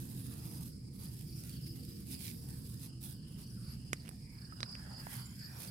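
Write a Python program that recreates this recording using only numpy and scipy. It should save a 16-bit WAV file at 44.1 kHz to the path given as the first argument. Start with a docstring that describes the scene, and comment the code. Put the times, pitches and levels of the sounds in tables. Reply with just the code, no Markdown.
"""Harvested rice field with crickets and straw

Crickets chirp all around (falling pulse trains and shaped noise) over a far engine (noise and tones).
Someone crouching close by handles muddy straw (shaped noise, ticks, stick-slip resonances), then
steps away; dry stalks snap underfoot and mud pops (struck resonators). Thin squeaks (gliding sines)
and narrow bands of noise (modulated sines) swell and fade faintly."""
import sys
import numpy as np
from scipy import signal
from scipy.fft import rfft, irfft
from scipy.io import wavfile
from scipy.ndimage import uniform_filter1d

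SR = 44100
rng = np.random.default_rng(int(sys.argv[2]) if len(sys.argv) > 2 else 0)


def output_pcm(signal):
    """Save a mono or channel-first signal as 16-bit PCM at the path in sys.argv[1].

    Samples are clipped to [-1, 1] before scaling.
    """
    pcm = np.clip(np.atleast_2d(signal).T, -1, 1) * 32767
    wavfile.write(sys.argv[1], SR, np.round(pcm).astype(np.int16))


N = 251456
TIME = np.arange(N) / SR

# In all tables a balance is left minus right; spectra are relative density levels.
# Far rumble, with brief dips, lower once the walk begins: t/s, level/dB
RUMBLE = [(0.0, -47.5), (.66, -44.5), (.83, -51), (.98, -46.5), (2.82, -46.5), (2.96, -50), (3.1, -46.5),
          (3.78, -46), (4.05, -48.5), (5.7, -49)]
# Spectrum of the rumble: f/Hz, density level/dB
RUMBLE_COLOUR = [(25, -57), (31, -41), (39, -9.5), (48, -14), (70, -4), (95, -9), (124, 1), (160, -4.5),
                 (210, -7), (290, -19), (380, -27), (550, -37), (900, -64), (2000, -63.5)]
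# Engine tones before their swell: f/Hz, relative level/dB
ENGINE_TONES = [(124, -58), (263.5, -65.5), (330, -67), (397, -82), (463, -77)]
# Swell shared by the engine's tones and wash: t/s, gain/dB
ENGINE_SWELL = [(0, 5.5), (1.2, -0.5), (2.35, 5), (3.1, -4.5), (5.7, -12.5)]
# Spectrum of the engine's diffuse wash: f/Hz, density level/dB
WASH_COLOUR = [(60, -18), (150, -5.5), (300, 12), (390, -3), (500, -3.5), (700, -34), (1500, -25.5)]

# Faint narrow bands of noise that swell and fade: t/s, half length/s, f/Hz, relative level/dB
NOISE_BANDS = [(0.447, 0.17, 2580, -78), (0.89, 0.27, 2264, -84), (1.367, 0.096, 2420, -78),
               (1.707, 0.29, 2890, -75.5), (2.03, 0.11, 1430, -96), (2.895, 0.1, 1387, -84.5),
               (2.938, 0.084, 2930, -75.5), (3.337, 0.22, 2990, -73), (3.844, 0.19, 2850, -75),
               (4.32, 0.11, 2240, -71.5)]
# Thin squeaks: t/s, length/s, start f/Hz, middle f/Hz, end f/Hz, level/dB
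SQUEAKS = [(3.255, 0.11, 8420, 9770, 9730, -66.5), (3.467, 0.095, 9820, 9710, 9740, -64),
           (3.49, 0.09, 12800, 12600, 12330, -71), (3.575, 0.04, 9300, 9200, 9500, -63),
           (3.625, 0.05, 9450, 9750, 9980, -66), (3.668, 0.072, 10500, 11380, 10850, -61),
           (5.254, 0.017, 6950, 7280, 7200, -51), (5.335, 0.097, 11200, 12000, 13500, -66),
           (5.415, 0.072, 13450, 13000, 11700, -63), (5.405, 0.075, 11200, 11700, 10800, -69)]
SQUEAK_QUIVER = .009  # rms share of the pitch

# Blurred far crickets: t/s, relative level/dB
CHORUS = [(0.0, -64.5), (1.82, -62), (2.43, -62.5), (4.3, -62.5), (4.78, -59), (5.24, -59.5), (5.7, -58)]
# Spectrum of the far crickets: f/Hz, density level/dB
CHORUS_COLOUR = [(2500, -56), (4100, -16.5), (4600, -5.5), (5000, -1), (5300, -4), (6000, -21.5),
                 (6900, -13.5), (7400, -18), (8150, -8), (8900, -13.5), (9950, -10.5), (10800, -16),
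                 (15000, -60)]
# Near crickets, overlapping as they answer one another: centre of last pulse t/s, pulses/1, f/Hz,
# level/dB, fall as share of pitch/1, echo/dB, balance/dB
CHIRPS = [(0.474, 3, 4980, -61, 0.13, 4, 4), (0.551, 4, 5780, -63, 0.12, 1, 4),
          (0.574, 4, 4970, -61.5, 0.13, 6, 0), (0.642, 3, 4950, -68, 0.15, -5, 10),
          (0.81, 3, 4900, -66.5, 0.026, -3, 10), (1.062, 4, 4600, -56.5, 0.23, -8, 5),
          (1.085, 3, 4900, -60, 0.16, -3, 4), (1.33, 2, 4670, -55, 0.27, -2, 3),
          (1.381, 4, 5150, -59.5, 0.21, 5.5, 7), (1.398, 4, 5600, -61, 0.19, 2, 2),
          (1.567, 3, 4560, -55.5, 0.25, 2.5, 3), (1.671, 2, 4950, -59, 0.17, 5, -1),
          (1.695, 3, 5070, -56, 0.19, 3, 2), (1.706, 3, 4820, -54, 0.22, 1, 0),
          (1.722, 3, 5150, -63, 0.25, 1, -4), (1.834, 2, 4650, -57, 0.26, -6, 5),
          (1.915, 3, 4950, -58, 0.23, 4, 1), (2.125, 1, 4950, -55, 0.24, 3, -5),
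          (2.186, 2, 4870, -58.5, 0.25, 3, -7), (2.426, 3, 4830, -58, 0.18, -7, -2),
          (2.448, 3, 5550, -67, 0.2, 6, 5), (2.701, 3, 4880, -63, 0.23, -13, -4),
          (2.808, 3, 4980, -61, 0.12, 0.5, 7), (2.895, 3, 4980, -59, 0.12, -3, 3),
          (2.932, 1, 4960, -64, 0.16, -5, 3), (3.154, 3, 4950, -60, 0.15, -1, 0),
          (3.232, 4, 4620, -60, 0.27, 0, 4), (3.468, 2, 4620, -59, 0.26, 1, 3),
          (3.505, 4, 5730, -65, 0.15, 1, 5), (3.572, 4, 4950, -64.5, 0.14, 6, 3),
          (3.705, 3, 4620, -59.5, 0.26, 8, -1), (3.725, 4, 4950, -62, 0.14, 5, 6),
          (3.915, 3, 4950, -65, 0.076, 7, 7), (4.001, 2, 4600, -57, 0.27, -2, -1),
          (4.008, 2, 5080, -63, 0.17, -2, 2), (4.194, 2, 5130, -63, 0.22, -13, 0),
          (4.26, 2, 4990, -57.5, 0.16, -2, 1), (4.453, 4, 4830, -52, 0.32, -4, -7),
          (4.569, 3, 4950, -56.5, 0.13, 0, -9), (4.612, 1, 5000, -49, 0.18, -1, 3),
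          (4.726, 3, 4910, -46.5, 0.26, 4, -6), (4.76, 3, 4920, -56.5, 0.12, 8, 3),
          (4.826, 2, 4950, -55, 0.11, -6, -9), (4.868, 1, 4700, -62, 0.17, -1, -14),
          (4.983, 3, 4700, -51.5, 0.25, -5, -8), (5.001, 4, 4880, -46.5, 0.21, -1, -4),
          (5.222, 3, 4750, -50, 0.29, 0.5, -7), (5.446, 2, 4740, -52.5, 0.27, 4.5, 4),
          (5.464, 3, 4880, -48.5, 0.31, -2.5, -6), (5.567, 4, 5580, -59.5, 0.12, 0, 0),
          (5.686, 1, 4700, -53, 0.19, -2, -8)]
PULSE_GAP_S, PULSE_S = .0335, .022  # onset to onset, pulse length
BUILD_UP_DB = 0.96  # the last pulse but one is this much weaker
WING_RASP = .017  # rms share of the pitch
CRICKET_ECHO_DB = -3.0

# Spectrum of the bright rustle: f/Hz, density level/dB
RUSTLE_COLOUR = [(900, -25), (2200, -12.5), (3400, -6), (4600, -4.5), (6300, -7.5), (6900, -6.5),
                 (7350, -8.5), (8100, -0.5), (8900, -2.5), (10020, 5), (10600, .5), (14200, -.5),
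                 (15700, -9)]
# Spectrum of the dull shuffle: f/Hz, density level/dB
SHUFFLE_COLOUR = [(200, 5.5), (500, 2.5), (760, 5.5), (1200, 3), (1700, 4.5), (2300, -2), (3300, -4.5),
                  (6000, -24), (15000, -50)]
# Spectrum of the swish of a stroke: f/Hz, density level/dB
SWISH_COLOUR = [(700, -56), (1600, -14), (2400, -0.5), (3100, -8.5), (4000, -2), (5200, -2.5), (7000, -7),
                (14000, -48)]
# Spells of handling straw: start t/s, end t/s, relative rustle level/dB, relative shuffle level/dB
SPELLS = [(0.0, 0.69, -58, -74), (0.938, 1.727, -63, -85), (1.76, 2.83, -61, -78), (3.015, 3.13, -57, -84),
          (3.277, 3.748, -71.5, -77.5), (4.325, 5.015, -75, -87), (4.982, 5.702, -66, -69)]
SPELL_ATTACK_S, SPELL_RELEASE_S = 0.011, 0.021
REST_DB = -79  # relative level of the faint hiss left between spells
# Quick strokes and flicks: centre t/s, Gaussian half width/s, then the relative levels
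# rustle/dB, swish/dB, shuffle/dB
STROKES = [(0.632, 0.0038, -56, -83, -99), (1.04, 0.033, -63.5, -71, -71.5),
           (1.193, 0.0015, -53.5, -97, -90), (1.212, 0.0015, -55.5, -74, -91),
           (1.438, 0.001, -51, -61, -71), (1.487, 0.058, -61, -70.5, -75), (1.671, 0.0084, -59.5, -67, -84),
           (1.763, 0.0052, -89, -65, -77), (2.126, 0.02, -51, -66, -83), (2.265, 0.04, -51.5, -57.5, -73),
           (2.849, 0.021, -55.5, -69, -72), (3.05, 0.014, -54.5, -75, -73), (3.41, 0.022, -59.5, -74, -73),
           (3.713, 0.051, -75, -71.5, -78), (4.05, 0.12, -71.5, -74, -72), (4.422, 0.00069, -66, -80, -90),
           (5.145, 0.043, -53, -67.5, -60), (5.631, 0.036, -53.5, -59.5, -78)]
# Feet shuffling on mud while stepping away: t/s, relative level/dB
FOOTWORK = [(4.2, -70), (4.32, -73), (4.722, -60.5), (5.048, -60.5), (5.298, -73.5), (5.7, -63.5)]
STEP_OFF_S = 0.22  # fade-in of the shuffling
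# Muddy stalks dragged past each other, resonance sinking: centre t/s, half length/s, start f/Hz,
# end f/Hz, relative level/dB
SCRAPES = [(1.54, 0.088, 3610, 2950, -67.5), (2.143, 0.023, 5560, 4500, -54.5),
           (2.151, 0.046, 2890, 2525, -66), (2.253, 0.0414, 4380, 3940, -58.5),
           (2.278, 0.045, 2500, 2060, -64)]

# Snapping stalks: t/s, level/dB, own f/Hz, low-pass f/Hz, thud relative to the crack/dB, balance/dB
SNAPS = [(3.931, -30.5, 6950, 14000, -24, -15), (3.9318, -18.5, 1890, 13200, 4.5, -5.5),
         (4.051, -52, 2550, 12000, -30, -15), (4.059, -46, 2650, 12000, -30, -13),
         (4.072, -49, 2550, 13000, -30, -14), (4.08, -40, 2560, 13000, -30, -9),
         (4.091, -32.5, 9900, 16000, -36, -8.5), (4.6053, -29.5, 4000, 6600, -32, -10),
         (4.6305, -21, 4200, 4300, -37, -10.5), (4.6316, -29, 1200, 2520, -25, 4.5),
         (4.753, -36, 2530, 12000, -30, -9)]
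# Resonant modes of a stalk: f/Hz, relative level/dB, t60/s
STALK = [(555, -9, 0.008), (1000, -7, 0.005), (2100, -2, 0.003), (3750, -11, 0.004), (5050, -7, 0.003),
         (6900, -12, 0.0028), (8150, -12, 0.003), (10200, -3, 0.0018), (11700, -14, 0.0025),
         (14200, -14, 0.0018)]
# Soft pops of wet mud: t/s, level/dB, f/Hz, t60/s
POPS = [(4.113, -46, 1500, 0.004), (4.524, -44, 1290, 0.045), (5.0688, -30.5, 900, 0.005),
        (5.0702, -35, 1450, 0.003)]
OWN_T60_S, TEAR_SHARE = .0033, 0.13
SNAP_ECHO_DB, SNAP_ECHO_T60_S = -19.0, .08
CUTOFF_HZ = 15900


def from_db(db):
    """Logarithmic level: 20 dB is a tenfold amplitude."""
    return 10 ** (np.asarray(db) / 20)


def rms_one(x):
    """Normalisation to unit mean power."""
    return x / np.sqrt(np.mean(x ** 2) + 1e-20)


def in_time(rows):
    """Linear interpolation of each column of a curve at every sample."""
    s, *columns = np.transpose(rows)
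    return [np.interp(TIME, s, c) for c in columns]


def panned(balance_db):
    """Interaural level difference: left and right gains."""
    return from_db(np.array([[.5], [-.5]]) * balance_db)


def add(out, s, sound):
    """Superposition of a sound from time s."""
    start = int(np.clip(round(s * SR), 0, N))
    out[..., start:start + sound.shape[-1]] += sound[..., :N - start]


def drift(rate):
    """Slow random modulation: low-passed Gaussian noise of unit spread, corner in Hz."""
    white = rfft(rng.standard_normal(N))
    return rms_one(irfft(white / (1 + (np.fft.rfftfreq(N, 1 / SR) / rate) ** 4), N))


def coloured(x, colour):
    """Spectral shaping: gain interpolated over log frequency."""
    hz, db = np.transpose(colour)
    bins = np.log(np.fft.rfftfreq(N, 1 / SR) + 1)
    gain_db = np.interp(bins, np.log(hz), db, left=db[0] - 11)
    return irfft(rfft(x) * from_db(gain_db), N)


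def air_noise(colour, likeness):
    """Interaural correlation: mid and side noises mix to a given likeness of the ears."""
    mid, side = coloured(rng.standard_normal((2, N)), colour)
    alike = np.clip(likeness, -1, 1)
    return rms_one(np.sqrt(1 + alike) * mid + np.sqrt(1 - alike) * side * [[1], [-1]])


def ring(push, hz, t60):
    """Damped resonator: a unit click excites a decaying sine."""
    r, w = from_db(-60 / (t60 * SR)), 2 * np.pi * hz / SR
    return signal.lfilter([0, np.sin(w)], [1, -2 * r * np.cos(w), r * r], push + 1e-18)


def tone(hz):
    """Phase is the integral of frequency: a sine follows a pitch track."""
    return np.sin(2 * np.pi * np.cumsum(hz) / SR)


def stubble(x, echo_db, t60=0.12):
    """Diffuse scattering: stalks and banks add a decaying tail, different at each ear."""
    t = np.arange(SR // 4) / SR
    tail = rng.standard_normal((2, len(t))) * from_db(-60 * t / t60)
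    tail = tail / np.sqrt(np.sum(tail ** 2, axis=1, keepdims=True))  # unit energy
    return x + from_db(echo_db) * signal.fftconvolve(x, tail, axes=1)[:, :x.shape[-1]]


def far_engine(wash_db=-63.0, waver=0.00684, flutter_db=4.0):
    """Propagation over distance: a dull rumble, a diffuse wash and a few wavering tones remain."""
    rumble = from_db(in_time(RUMBLE)[0]) * air_noise(RUMBLE_COLOUR, likeness=0.97)
    engine = from_db(wash_db) * air_noise(WASH_COLOUR, likeness=0.0)
    for hz, db in ENGINE_TONES:
        level = from_db(db + flutter_db * drift(6.2))
        engine = engine + level * tone(hz * (1 + waver * drift(3.83)))
    return (rumble + from_db(in_time(ENGINE_SWELL)[0]) * engine) * panned(balance_db=-2.0)


def noise_bands(width_hz=200):
    """Amplitude modulation: low-passed noise on a sine makes a narrow band that swells and fades."""
    low_pass = signal.butter(2, width_hz, fs=SR, output="sos")
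    slow_noise = rms_one(signal.sosfilt(low_pass, rng.standard_normal((2, N))))
    carriers = np.zeros(N)
    for s, half, hz, db in NOISE_BANDS:
        swell = np.exp(-((TIME - s) / half) ** 2)
        carriers += from_db(db) * swell * np.sin(2 * np.pi * hz * TIME)
    return 2 * slow_noise * carriers * panned(balance_db=-2.0)


def squeaks():
    """Frequency modulation: faint, very high whistles curve and quiver in pitch."""
    out = np.zeros(N)
    for s, length, *pitches, db in SQUEAKS:
        u = np.linspace(0, 1, int(length * SR))
        hz = np.polyval(np.polyfit([0, .5, 1], pitches, 2), u)  # parabola through three pitches
        shake = rms_one(uniform_filter1d(rng.standard_normal(len(u)), size=60))
        swell = np.sqrt(np.abs(np.sin(np.pi * u)))
        add(out, s, from_db(db) * swell * tone(hz * (1 + SQUEAK_QUIVER * shake)))
    return stubble(np.array([out, out]), echo_db=-1.0)


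def cricket_chorus(blur_db=-2.5):
    """Incoherent superposition: the whole field's crickets blur into shaped, fluctuating noise."""
    level = from_db(in_time(CHORUS)[0] + blur_db + 1.8 * drift(29))
    return level * air_noise(CHORUS_COLOUR, likeness=0.0089) * panned(balance_db=-2.0)


def chirp(hz, fall, count=4):
    """Stridulation: each wing closure's tone falls as the wing slows; strokes build up to the last."""
    u = np.linspace(0, 1, int(PULSE_S * SR))
    out = np.zeros(int(((count - 1) * PULSE_GAP_S + PULSE_S) * SR) + 2)
    for k in range(count):
        teeth = rms_one(uniform_filter1d(rng.standard_normal(len(u)), size=24))
        stroke = np.sin(np.pi * u) ** 2 * tone(hz * (1 + fall * (.5 - u) + WING_RASP * teeth))
        add(out, k * PULSE_GAP_S, stroke * from_db(-BUILD_UP_DB * (count - 1 - k) ** 2))
    return out


def far_crickets(far_db=-67.0, far_fall=0.153, count=50):
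    """Interaural time difference: faint chirps at random times, each direction with its own lag."""
    field = np.zeros((2, N))
    starts = rng.uniform(0, N / SR, count)
    for s, (pitch, level, side) in zip(starts, rng.standard_normal((count, 3))):
        call = chirp(5000 + 110 * pitch, far_fall)
        ears = np.array([call, np.roll(call, int(8 * side))])
        add(field, s, from_db(far_db + 2 * level) * ears * panned(4 * side - 2))
    return stubble(field, echo_db=CRICKET_ECHO_DB)


def near_crickets():
    """Direct and scattered sound: every near chirp carries its own share of diffuse tail."""
    near = np.zeros((2, N))
    for last, pulses, hz, db, fall, echo_db, balance in CHIRPS:
        call = chirp(hz, fall, count=max(int(round(pulses)), 1)) * from_db(db)
        padded = np.pad(call, (0, SR // 8))  # room for the tail
        heard = stubble(padded * panned(balance), echo_db=echo_db, t60=0.21)
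        add(near, last + PULSE_S / 2 - len(call) / SR, heard)
    return near


def high_cricket(level_db=-67.5, pitch_hz=6950, start_s=4.73, pair_gap_s=0.044, inner_gap_s=0.019,
                 count=19):
    """Scaling of stridulation: a smaller cricket trills higher, in pulse pairs that swell and fade."""
    out, u = np.zeros(N), np.linspace(0, 1, int(0.011 * SR))
    for k in range(count):
        swell = np.sqrt(np.sin(np.pi * (k + .5) / count))
        for lag in (0, inner_gap_s):
            hz = pitch_hz * (1 + 0.035 * (u - .5) + rng.normal(0, 0.0075))
            pulse = np.sin(np.pi * u) * tone(hz) * from_db(level_db + rng.normal(0, 4.6))
            add(out, start_s + k * pair_gap_s + lag + rng.normal(0, 0.0016), swell * pulse)
    return stubble(out * panned(balance_db=3.0), echo_db=CRICKET_ECHO_DB)


def shifting(x, depth_db, band_hz=380, frame_s=.012, frames=14):
    """Time-varying spectrum: each narrow band swells and fades by itself."""
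    size = 2 * int(frame_s * SR)
    hz, t, spectra = signal.stft(x, SR, nperseg=size)
    chance = rng.standard_normal((len(hz), len(t)))
    chance = uniform_filter1d(chance, size=max(int(frames), 1), axis=1)
    chance = rms_one(uniform_filter1d(chance, size=max(int(band_hz / hz[1]), 1), axis=0))
    return rms_one(signal.istft(spectra * from_db(depth_db * chance), SR, nperseg=size)[1][:, :N])


def tick_sizes(spread_db):
    """Random impulse strength: a capped exponential spread of level."""
    return from_db(spread_db * np.minimum(rng.exponential(1, (2, N)), 3))


def crackle(colour, per_s=130, spread_db=7.5):
    """Shot noise: single fibres slip past each other with tiny random ticks."""
    ticks = tick_sizes(spread_db) * (rng.random(N) < per_s / SR)  # both ears tick together
    return rms_one(coloured(ticks, colour))


def spell(start, end):
    """Envelope of rubbing: a quick linear onset complete at start, then exponential rest after end."""
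    attack = np.clip((TIME - start) / SPELL_ATTACK_S + 1, 0, 1)
    return attack * np.exp(-np.maximum(TIME - end, 0) / SPELL_RELEASE_S)


def straw(rustle_db=1.19, dull_rest_db=-77.5, uneven_db=1.74, grain_db=1.13, crackle_db=-10.0):
    """Friction noise: countless fibres rub in a crackling hiss, a duller shuffle and short strokes."""
    bright, dull, strokes = from_db(REST_DB), from_db(dull_rest_db), 0
    pressure = from_db(uneven_db * drift(24.5))
    for start, end, bright_db, dull_db in SPELLS:
        rub = pressure * spell(start, end)
        bright = bright + from_db(bright_db) * rub
        dull = dull + from_db(dull_db) * rub
    for s, half, bright_db, swish_db, dull_db in STROKES:
        sweep = np.exp(-.5 * ((TIME - s) / half) ** 2)
        bright = bright + from_db(bright_db) * sweep
        dull = dull + from_db(dull_db) * sweep
        strokes = strokes + from_db(swish_db) * sweep
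    step_off = np.clip((TIME - FOOTWORK[0][0]) / STEP_OFF_S, 0, 1)
    dull = dull + from_db(in_time(FOOTWORK)[0]) * step_off

    fibres = shifting(air_noise(RUSTLE_COLOUR, likeness=0.009), depth_db=2.5, band_hz=470)
    fibres = fibres + from_db(crackle_db) * crackle(RUSTLE_COLOUR)
    rustle = bright * from_db(rustle_db + grain_db * drift(160)) * fibres
    rubbing = shifting(air_noise(SHUFFLE_COLOUR, likeness=-0.071), depth_db=4.0)
    shuffle = dull * from_db(grain_db * drift(16)) * rubbing
    swish_noise = 0.71 * air_noise(SWISH_COLOUR, likeness=0.082)
    swish = strokes * (swish_noise + 0.76 * crackle(SWISH_COLOUR, per_s=600))
    return rustle * panned(-5.0) + shuffle * panned(-3.0) + swish * panned(-13.5)


def scrapes(slips_per_s=900, ring_s=0.0012, spread_db=1.0):
    """Stick-slip friction: every slip rings briefly at the stalk's present pitch."""
    sizes = tick_sizes(spread_db) * (rng.random((2, N)) < slips_per_s / SR)
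    clicks = sizes * np.exp(2j * np.pi * rng.random((2, N)))  # random phases
    slips = signal.lfilter([1], [1, -np.exp(-1 / (ring_s * SR))], clicks + 1e-18)
    slips = slips / np.sqrt(np.mean(slips.real ** 2))
    out = np.zeros((2, N))
    for s, half, start_hz, end_hz, db in SCRAPES:
        hz = np.interp(TIME, [s - half, s + half], [start_hz, end_hz])
        carrier = np.exp(2j * np.pi * np.cumsum(hz) / SR)
        out += from_db(db) * np.exp(-((TIME - s) / half) ** 2) * (slips * carrier).real
    return out * panned(balance_db=-5.5)


def snaps(tear_s=0.0034, own_db=4.5, thud_hz=280, thud_t60=0.0013, lag_s=0.000355):
    """Impulsive modal excitation: a crack and tearing fibres ring a stalk, with a thud; mud pops."""
    t = np.arange(SR // 20) / SR
    out, crack = np.zeros((2, N)), 1.0 * (t == 0)
    for s, db, own_hz, bright_hz, thud_db, balance in SNAPS:
        fibres = np.gradient(rng.standard_normal(len(t)))  # fine fibres tear mostly in the treble
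        push = crack + TEAR_SHARE * fibres * np.exp(-t / tear_s)
        body = from_db(own_db) * ring(push, own_hz, OWN_T60_S)
        for k, (hz, level, t60) in enumerate(STALK):
            body = body + (-1) ** k * from_db(level) * ring(push, hz, t60)  # alternating signs
        low_pass = signal.butter(2, min(bright_hz, .45 * SR), fs=SR, output="sos")
        body = signal.sosfilt(low_pass, body)
        thud = from_db(thud_db) * ring(crack, thud_hz, thud_t60)
        add(out, s, from_db(db) * (body / np.abs(body).max() + thud) * panned(balance))
    for s, db, hz, t60 in POPS:
        add(out, s, from_db(db) * ring(crack, hz, t60) * panned(balance_db=-7.5))
    # the feet are off to the right, so the left ear hears them later
    ears = np.array([np.interp(TIME - lag_s, TIME, out[0]), out[1]])
    return stubble(ears, echo_db=SNAP_ECHO_DB, t60=SNAP_ECHO_T60_S)


def scene():
    """Linear superposition of the whole field."""
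    background = far_engine() + noise_bands() + squeaks()
    insects = cricket_chorus() + far_crickets() + near_crickets() + high_cricket()
    return background + insects + straw() + scrapes() + snaps()


def record(dry):
    """Band limitation: an elliptic low-pass cuts the top steeply."""
    return signal.sosfilt(signal.ellip(12, .1, 70, CUTOFF_HZ, fs=SR, output="sos"), dry)


dry = scene()
out = record(dry)
output_pcm(out)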